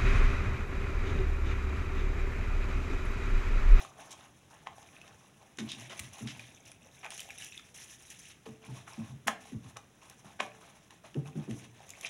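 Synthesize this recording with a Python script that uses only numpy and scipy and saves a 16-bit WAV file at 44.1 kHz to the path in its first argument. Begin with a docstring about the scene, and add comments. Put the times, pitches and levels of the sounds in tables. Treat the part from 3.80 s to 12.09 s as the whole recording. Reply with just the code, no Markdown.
"""In a small room, a hand kneads, lifts and wrings wet cloths in a pan of soapy water.
Each bubble is a resonator, the higher the smaller it is: water sloshes, squelches through the weave
and fizzes as foam. Trapped air pockets burst with a slap, films tick, drops plink and streams patter.
Each push against the bottom thuds and excites the modes of the pan, which hums on.
Near walls add a short reverberation above a low murmur of air."""
import sys
import numpy as np
from scipy import signal
from scipy.fft import rfft, irfft
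from scipy.io import wavfile

SR = 44100
rng = np.random.default_rng(int(sys.argv[2]) if len(sys.argv) > 2 else 0)


def generate_wav(sig):
    """Save sig (samples, or channels by samples) to the path in sys.argv[1] as 16-bit PCM at SR."""
    pcm = np.round(np.clip(np.atleast_2d(sig).T, -1, 1) * 32767).astype(np.int16)
    wavfile.write(sys.argv[1], SR, pcm)


N = 365588
TIME = np.arange(N) / SR

# spectra of the bubble populations: (frequency [Hz], relative level [dB])
SLOSH_SPECTRUM = [(300, -8.5), (480, -18), (620, -1.5), (780, -1.5), (1100, -0.5), (1400, -8), (1700, -1.5)]
SQUELCH_SPECTRUM = [(1700, -7), (2100, -11), (2500, -3.5), (3100, -7.5), (3800, -3), (4600, -1.5)]
FOAM_SPECTRUM = [(5000, -7.5), (6000, 1.5), (7000, -6.5), (8500, -7), (10300, 0), (12000, -11),
                 (15000, -14)]
PATTER_SPECTRUM = [(1600, -5), (2000, -5.5), (2500, 12), (3100, -4.5), (3800, 7.5)]
GURGLE_SPECTRUM = [(480, 2.5), (720, 8), (1000, -9), (1500, -7.5)]
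# strokes through the water, the deep ones dull: (time [s], duration [s], level [dB], brightness [dB])
STIR_GESTURES = [(0, 0.028, -46.5, -1), (.06, 0.4, -68.5, -8), (.17, 0.28, -57, -3.5),
                 (.7, 0.12, -62.5, -4), (.9, 0.078, -64, -5.5), (.97, 0.37, -63.5, -3),
                 (1.35, 0.28, -77.5, -8), (1.61, 0.024, -64, -4), (1.78, 0.12, -57.5, 0),
                 (1.92, 0.36, -56, 3), (2.32, 0.24, -56, 1), (2.47, 0.12, -62, -2), (2.59, 0.09, -63, 12),
                 (4.655, 0.024, -55, -1), (4.81, 0.2, -58.5, -1.5), (5.06, 0.25, -60, -2),
                 (5.6, 0.14, -61, 3), (5.83, 0.071, -61.5, -1.5), (6.21, 0.097, -60, -2),
                 (6.44, 0.085, -60.5, -4), (6.61, 0.16, -62, -3), (6.8, 0.17, -61, -2.5),
                 (7.1, 0.044, -59, -1.5), (7.235, 0.025, -57, -4), (7.35, 0.016, -66.5, -8),
                 (7.45, 0.026, -61, -3), (7.55, 0.11, -60, -3.5), (7.69, 0.15, -60, 1.5),
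                 (7.925, 0.36, -62.5, -0.5), (8.228, 0.019, -48.5, 1.5)]
# twists of the lifted cloth: (time [s], duration [s], level [dB], brightness [dB])
WRING_GESTURES = [(2.85, 0.035, -58, 0.5), (3.11, 0.28, -64.5, -1), (3.305, 0.051, -48.5, -1.5),
                  (3.37, 0.08, -56.5, 4), (3.43, 0.46, -63, 4), (3.6, 0.026, -50.5, -1),
                  (3.94, 0.088, -50, -2.5), (4.06, 0.42, -59.5, 0), (4.3, 0.021, -51, -1),
                  (4.388, 0.046, -51.5, 0), (4.46, 0.041, -55.5, 1)]
# the water's response to each kind of gesture, and at rest: (slosh [dB], squelch [dB], foam [dB])
STIR_MIX_DB = (1.57, 0.17, -3)
WRING_MIX_DB = (-16, -1.9, 0.083)
RESTING_DB = (-72.5, -72, -73)
# level change per unit of brightness: (slosh [dB/dB], squelch [dB/dB], foam [dB/dB])
BRIGHTNESS_SLOPES = (-1.12, 0.61, 0.32)
# water running off the cloth: (time [s], duration [s], patter level [dB], gurgle level [dB])
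RUNOFF = [(2.659, 0.26, -62.5, -72.5), (2.996, 0.49, -63, -69), (3.253, 0.34, -66, -67),
          (3.31, 0.19, -61, -75), (3.472, 0.024, -51, -64), (3.575, 0.04, -49.5, -74),
          (3.646, 0.13, -54, -82), (8.026, 0.3, -63.5, -67), (8.236, 0.018, -44.5, -57.5)]
# air pockets bursting under the cloth: (time [s], level [dB], frequency [Hz], splash level [dB])
POCKET_BURSTS = [(0.8707, -21.5, 974, -53), (4.666, -35, 1000, -58), (5.079, -33, 1300, -52.5),
                 (5.4814, -8, 1650, -32), (5.482, -15.5, 700, -39), (5.9698, -29.5, 1180, -49.5),
                 (6.6038, -15, 1010, -37), (6.6043, -18, 580, -51)]
# the loudest drops and bubbles: (time [s], level [dB], frequency [Hz])
DROP_IMPACTS = [(0.049, -38, 1180), (.711, -58.5, 778), (.982, -43.5, 750), (1.215, -41.5, 2570),
                (1.628, -52, 805), (1.918, -25.5, 3700), (2.097, -40, 3040), (2.1923, -33.5, 2290),
                (2.595, -36, 2420), (2.917, -37, 9600), (3.246, -35.5, 2490), (3.254, -36.5, 850),
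                (3.263, -37, 2430), (3.305, -28.5, 9160), (3.394, -31, 3030), (3.489, -45.5, 778),
                (3.505, -34.5, 2350), (3.622, -34, 2870), (3.732, -47, 2460), (3.777, -32.5, 3530),
                (5.134, -41, 5500), (5.655, -49, 773), (6.446, -48.5, 740), (6.663, -42, 990),
                (8.004, -47, 736), (8.136, -43.5, 2200)]
# wet folds and soap films parting: (time [s], level [dB], centre frequency [Hz])
FILM_TEARS = [(0.316, -40, 7240), (1.027, -46, 4400), (1.277, -44.5, 3000), (1.7722, -43, 4500),
              (1.786, -28.5, 2720), (2.1927, -31, 5940), (2.473, -33, 3050), (3.32, -39, 1790),
              (3.377, -32, 5400), (3.403, -26.5, 8500), (3.645, -32.5, 7500), (3.794, -41.5, 2470),
              (3.961, -42, 8000), (4.302, -38, 6500), (5.968, -34.5, 4500), (6.298, -37, 7500),
              (7.106, -43.5, 3020), (7.343, -41, 2650), (7.709, -37, 3700), (8.091, -37.5, 7500),
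              (8.103, -31.5, 6400), (8.21, -33, 6200)]
# water forced from the cloth: (time [s], duration [s], level [dB], centre [Hz], bandwidth [octaves])
JETS = [(0.306, 0.029, -43, 4950, 1.4), (1.788, 0.019, -38.5, 3060, 2), (1.887, 0.054, -38.5, 3800, 0.93),
        (2.099, 0.039, -42.5, 1060, 4.2), (2.193, 0.0072, -31, 5000, 2.9), (2.47, 0.051, -41.5, 3380, 1.5),
        (3.23, 0.042, -44.5, 1270, 2.2), (5.4724, 0.01, -27.5, 7200, 1.7),
        (6.601, 0.0055, -27.5, 2400, 1.2), (8.257, 0.017, -37, 3460, 1.7)]
# air pressed out from under the cloth: (time [s], duration [s], level [dB], frequency [Hz])
AIR_GULPS = [(1.782, 0.065, -40, 230.6), (1.918, 0.14, -59.5, 214), (2.195, 0.063, -55.5, 194.6),
             (2.406, 0.064, -43.5, 221.6), (4.671, 0.056, -48, 206), (4.872, 0.055, -53, 233.3),
             (5.175, 0.065, -43, 196), (5.463, 0.04, -43, 215), (5.716, 0.054, -43, 215),
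             (6.445, 0.025, -53, 185), (6.59, .05, -53.5, 223), (7.352, 0.03, -35.5, 255),
             (7.552, 0.054, -40, 221.7), (7.674, 0.053, -39, 233.7)]
# cloth and water meeting the bottom: (time [s], duration [s], level [dB], frequency [Hz])
BOTTOM_THUDS = [(1.789, 0.11, -53.5, 124.5), (1.925, 0.216, -60, 126), (2.2, 0.08, -52.5, 120.6),
                (2.418, 0.079, -47, 118.5), (4.688, 0.049, -56.5, 114), (4.882, 0.076, -47.5, 120),
                (5.19, 0.077, -51.5, 105), (5.29, 0.09, -50, 131.6), (5.741, 0.05, -42, 118.5),
                (5.84, 0.062, -54.5, 118), (7.366, 0.048, -37, 131.7), (7.555, 0.081, -44, 139.6),
                (7.704, 0.043, -43, 124)]
# the hand striking the pan: (time [s], level [dB])
HAND_KNOCKS = [(4.663, -42.5), (7.36, -41.5)]
# modes of the filled pan: (frequency [Hz], gain [dB], 60 dB decay time [s])
PAN_MODES = [(117, -4, 0.33), (225, -13, 0.19), (440, 7, 0.85), (601, -2.5, 0.16), (780.5, 2, 0.11),
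             (1070, -7, 0.15), (1760, -3.5, 0.17)]
# reverberation of the room: (frequency [Hz], 60 dB decay time [s])
ROOM_DECAY = [(100, 0.52), (400, 0.53), (1000, 0.3), (3500, 0.26), (12000, 0.19)]
# background noise of the room: (frequency [Hz], relative spectral density [dB])
AIR_SPECTRUM = [(30, -13.5), (75, 0.5), (125, 4.5), (220, -0.5), (400, -6.5), (800, -12.5), (2000, -15.5),
                (16000, -22)]
# dips in the microphone's response: (frequency [Hz], bandwidth [Hz], depth [0-1])
MIC_NOTCHES = [(4490, 1900, 0.77), (8130, 1700, 0.47), (13700, 9300, 0.89)]


def washing(slosh_db, squelch_db, foam_db):
    """Bubble resonance rises as size falls: large ones slosh, smaller ones squelch, the finest fizz."""
    slosh = bubbles(SLOSH_SPECTRUM, per_s=910, spread_db=2.5, cycles=15.3, clump_db=0.95)
    squelch = bubbles(SQUELCH_SPECTRUM, per_s=2000, spread_db=1.8, cycles=18, clump_db=3)
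    foam = bubbles(FOAM_SPECTRUM, per_s=4500, spread_db=1.8, cycles=38, clump_db=5)
    # a few bubbles float free of the cloth and ring longer
    plinks = bubbles(PATTER_SPECTRUM, per_s=60, spread_db=3, cycles=26, clump_db=2)
    return (from_db(slosh_db - 6) * slosh
            + from_db(squelch_db - 0.5) * squelch
            + from_db(foam_db + 2.5) * foam
            + from_db(squelch_db - 9) * plinks
            + crackle(foam_db + 1))


def gesture_levels():
    """Incoherent sources add in power: gestures plus resting water give slosh, squelch and foam in dB."""
    power = from_db(RESTING_DB)[:, None] ** 2 * np.ones(N)
    for gestures, mix in ((STIR_GESTURES, STIR_MIX_DB), (WRING_GESTURES, WRING_MIX_DB)):
        for start, length, db, brightness in gestures:
            for layer, mix_db, slope in zip(power, mix, BRIGHTNESS_SLOPES):
                amplitude = swell(length) * from_db(db + mix_db + slope * brightness)
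                add(layer, start, amplitude ** 2)
    uneven_db = 1.93 * drift(per_s=33)
    return 10 * np.log10(power) + uneven_db


def swell(length, sag_db=1.5, settle_db_per_s=254):
    """Driven motion builds up, sags as the gesture tires, then decays exponentially once left alone."""
    t = TIME[:int((length + 0.3) * SR)]
    attack_s = 0.00067 + 0.067 * length
    fall_db = sag_db * np.minimum(t / length, 1) + settle_db_per_s * np.maximum(t - length, 0)
    return np.minimum(t / attack_s, 1) * from_db(-fall_db)


def bubbles(spectrum, per_s, spread_db, cycles, clump_db, count=24):
    """Bubbles form as a Poisson process of wandering rate, and their free oscillations add; rms 1."""
    rate = per_s * from_db(clump_db * drift(per_s=90))
    births = np.flatnonzero(rng.random(N) < rate / SR)
    strengths = from_db(spread_db * np.minimum(rng.exponential(1, N), 4))[births]
    pitch_index = rng.integers(0, count, N)[births]
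    pitches = np.geomspace(spectrum[0][0], spectrum[-1][0], count)
    out = np.zeros(N + SR)
    for k, hz in enumerate(pitches):
        ring = damped_ring(hz, cycles, rise=0.025)[:int(cycles * SR / hz)]
        ring = ring * from_db(at_hz(spectrum, hz)) / np.linalg.norm(ring)
        chosen = pitch_index == k
        np.add.at(out, births[chosen, None] + np.arange(len(ring)), strengths[chosen, None] * ring)
    return rms_one(band(out[:N], pitches[0] / 1.3, pitches[-1] * 1.3))


def damped_ring(hz, cycles, rise):
    """A damped oscillator loses 60 dB in `cycles`; a bubble's pitch rises near the surface; peak 1."""
    turns = TIME[:SR // 20] * hz
    swing = np.sin(2 * np.pi * turns * (1 + rise * np.minimum(turns / cycles, 1)))
    onset = 1 - np.exp(-2 * turns)
    wave = swing * from_db(-60 * turns / cycles) * onset
    return wave / np.abs(wave).max()


def crackle(level_db, per_s=45, spread_db=3.5, count=4):
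    """Soap films rupture independently: shot noise of unequal snaps, louder when the foam is worked."""
    strengths = from_db(spread_db * np.minimum(rng.exponential(1, N), 3))
    impulses = (rng.random(N) < per_s / SR) * strengths * from_db(level_db)
    band_index = rng.integers(0, count, N)
    out = np.zeros(N)
    for k, hz in enumerate(np.geomspace(2500, 7000, count)):
        snap = burst(0.0012, hz, octaves=1.8, grain_db=3, fade_db=8)[:SR // 200]
        out += signal.oaconvolve(impulses * (band_index == k), snap)[:N]
    return out


def streams():
    """A falling stream breaks into drops that entrain air: bubbles ping, patter or gurgle by size."""
    patter_power, gurgle_power = np.zeros((2, N))
    for start, length, patter_db, gurgle_db in RUNOFF:
        add(patter_power, start, (from_db(patter_db) * swell(length)) ** 2)
        add(gurgle_power, start, (from_db(gurgle_db) * swell(length)) ** 2)
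    patter = bubbles(PATTER_SPECTRUM, per_s=280, spread_db=3, cycles=32, clump_db=5)
    pings = from_db(-4) * bubbles(FOAM_SPECTRUM, per_s=220, spread_db=3, cycles=50, clump_db=3)
    gurgle = bubbles(GURGLE_SPECTRUM, per_s=350, spread_db=3, cycles=10, clump_db=4)
    return np.sqrt(patter_power) * (patter + pings) + np.sqrt(gurgle_power) * gurgle


def slaps(ring_s=0.0085, swell_s=0.013):
    """A flat air pocket bursts and rings as a heavily damped cavity; its shape sets the overtone."""
    out = np.zeros(N)
    shapes = rng.standard_normal(len(POCKET_BURSTS))
    for start, shape in ():
        pass
    for (start, db, hz, splash_db), shape in zip(POCKET_BURSTS, shapes):
        overtone_hz = hz * 1.8 * np.exp(0.08 * shape)
        film_snap = burst(0.002, hz=2700, octaves=1, grain_db=3, fade_db=5)
        add(out, start, from_db(db - 6.5) * damped_ring(hz, cycles=ring_s * hz, rise=0.062))
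        add(out, start, from_db(db - 12) * damped_ring(overtone_hz, cycles=10.6, rise=0.034))
        add(out, start, from_db(db - 18) * film_snap)
        # the splash swells until the pocket bursts, throws spray and falls back duller
        surge = burst(swell_s, hz=1040, octaves=2.4, grain_db=4, fade_db=-17)
        spray = burst(swell_s, hz=5330, octaves=1.3, grain_db=-3, fade_db=-20)
        fall = burst(0.032, hz=850, octaves=1.12, grain_db=-0.5, fade_db=13)
        add(out, start - swell_s, from_db(splash_db - 1.5) * surge)
        add(out, start - swell_s / 2, from_db(splash_db - 5.5) * spray)
        add(out, start, from_db(splash_db - 9) * fall)
    return band(out, 410, 11300)


def drops(ring_s=0.017):
    """A drop's impact ticks and excites a bubble's resonance; the tiniest bubbles decay soonest."""
    out = np.zeros(N)
    for start, db, hz in DROP_IMPACTS:
        tick = burst(0.002, hz=4500, octaves=2.2, grain_db=3, fade_db=6)
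        add(out, start, from_db(db) * damped_ring(hz, cycles=min(ring_s * hz, 45), rise=0.015))
        add(out, start, from_db(db - 9.5) * tick)
    return out


def ticks():
    """A wet film tears in a transient so brief that its spectrum is broad."""
    out = np.zeros(N)
    for start, db, hz in FILM_TEARS:
        add(out, start, from_db(db - 6) * burst(0.0036, hz, octaves=2.02, grain_db=5.5, fade_db=-3))
    return band(out, 500, 13000)


def spurts():
    """Pressure drives water and air out of the squeezed cloth as grainy jet noise."""
    out = np.zeros(N)
    for start, length, db, hz, octaves in JETS:
        add(out, start, from_db(db - 3) * burst(length, hz, octaves, grain_db=6, fade_db=1.5))
    return out


def pushes():
    """The hand excites low oscillations: gulps and thuds in a rumble of cloth, and knocks on the pan."""
    out = np.zeros(N)
    for start, length, db, hz in AIR_GULPS:
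        add(out, start, from_db(db - 5) * throb(length, hz, sag=0.1, wobble=0.1295))
        add(out, start, from_db(db - 3.5) * burst(length, hz, octaves=0.9, grain_db=1, fade_db=5.5))
    for start, length, db, hz in BOTTOM_THUDS:
        add(out, start, from_db(db + 1) * throb(length, hz, sag=0.057, wobble=0.14))
        add(out, start, from_db(db - 6.5) * burst(length, hz, octaves=1.4, grain_db=3, fade_db=6))
    for start, db in HAND_KNOCKS:
        add(out, start, from_db(db) * damped_ring(hz=449, cycles=35, rise=0))
    return out


def throb(length, hz, sag, wobble):
    """The resonance of a large air pocket sags and wavers as it is squeezed under the cloth."""
    progress = TIME[:SR // 4] / length
    waver = np.interp(progress, np.linspace(0, 1, 6), rng.standard_normal(6))
    pitch = hz * np.exp(sag * (0.5 - np.minimum(progress, 1)) + wobble * waver)
    envelope = np.clip(progress * 5, 0, 1) * np.clip((1.15 - progress) * 2, 0, 1)
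    return rms_one_over(np.sin(2 * np.pi * np.cumsum(pitch) / SR) * envelope, length)


def burst(length, hz, octaves, grain_db, fade_db):
    """Many tiny impacts superpose into ragged band-limited noise; a negative fade makes it swell."""
    noise, roughness = rng.standard_normal((2, SR // 4))
    progress = TIME[:len(noise)] / length
    gate = np.clip(progress * 20, 0, 1) * np.clip((1.1 - progress) * 5, 0, 1)
    envelope = gate * from_db(-fade_db * np.minimum(progress, 2))
    grains = noise * from_db(grain_db * roughness) * envelope
    edge_ratio = 2 ** (octaves / 2)
    return rms_one_over(band(grains, hz / edge_ratio, hz * edge_ratio), length)


def pan(x):
    """Forced vibration: the pan's normal modes ring on after whatever moves in it."""
    return x + sum(from_db(db) * resonate(x, hz, width_hz=np.log(1000) / (np.pi * t60))
                   for hz, db, t60 in PAN_MODES)


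def room(x, wet_db, gap_s):
    """Reverberation: dense reflections from near walls decay exponentially, the treble first."""
    t = TIME[:SR // 2]
    noise = rng.standard_normal((2, len(t)))
    edges_hz = np.geomspace(60, 18000, 10)
    tail = np.zeros(len(t))
    for k, (low, high) in enumerate(zip(edges_hz, edges_hz[1:])):
        t60 = at_hz(ROOM_DECAY, np.sqrt(low * high))
        tail += band(noise[k % 2], low, high) * from_db(-60 * t / t60)
    tail *= t > gap_s
    return x + from_db(wet_db) * signal.fftconvolve(x, tail / np.linalg.norm(tail))[:N]


def room_air(level_db=-61.5):
    """The air of the room murmurs as stationary noise, strongest in the bass."""
    spectrum = from_db(at_hz(AIR_SPECTRUM, np.arange(N // 2 + 1) * SR / N))
    murmur = irfft(rfft(rng.standard_normal(N)) * spectrum, N)
    return from_db(level_db) * rms_one(murmur)


def resonate(x, hz, width_hz):
    """A second-order resonator with unit gain at its peak."""
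    radius = np.exp(-np.pi * width_hz / SR)
    numerator = np.array([1, 0, -1]) * (1 - radius ** 2) / 2
    denominator = [1, -(1 + radius ** 2) * np.cos(2 * np.pi * hz / SR), radius ** 2]
    return signal.lfilter(numerator, denominator, x + 1e-18)


def band(x, low, high):
    """A band-pass filter, its edges in Hz held below half the sampling rate."""
    high = min(high, 0.45 * SR)
    low = min(low, high / 1.05)
    return signal.sosfilt(signal.butter(2, [low, high], "band", fs=SR, output="sos"), x)


def drift(per_s):
    """Linear interpolation between random values gives a slow fluctuation; rms 1."""
    knots = rng.standard_normal(2000)
    return rms_one(np.interp(TIME * per_s, np.arange(len(knots)), knots))


def add(out, start, sound):
    """Superposition: a sound joins the mix at a start time in seconds."""
    i = max(int(start * SR), 0)
    out[i:i + len(sound)] += sound[:max(N - i, 0)]


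def at_hz(table, hz):
    """Interpolation on a logarithmic frequency axis."""
    frequencies, values = np.transpose(table)
    return np.interp(np.log(np.maximum(hz, 1)), np.log(frequencies), values)


def from_db(db):
    """Amplitude ratio of a level in decibels."""
    return 10 ** (np.asarray(db) / 20)


def rms_one(x):
    """Normalisation to unit power."""
    return x / np.sqrt(np.mean(x ** 2) + 1e-20)


def rms_one_over(x, length):
    """Normalisation to the energy of unit power lasting `length` seconds."""
    return x / np.sqrt(np.sum(x ** 2) / (length * SR))


def scene():
    """Source and filter: water and hand drive the pan, which radiates into the room; one channel."""
    splashing = washing(*gesture_levels()) + streams() + slaps() + drops() + ticks() + spurts()
    radiated = pan(splashing + pushes())
    return (room(radiated, wet_db=-9.5, gap_s=0.004) + room_air())[None]


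def record(dry):
    """The microphone's frequency response hollows three treble bands; a steep low-pass cuts the top."""
    for hz, width_hz, depth in MIC_NOTCHES:
        dry = dry - depth * resonate(dry, hz, width_hz)
    cutoff_hz = 15850
    return signal.sosfilt(signal.ellip(12, 0.1, 80, cutoff_hz, fs=SR, output="sos"), dry)


dry = scene()
out = record(dry)
generate_wav(out)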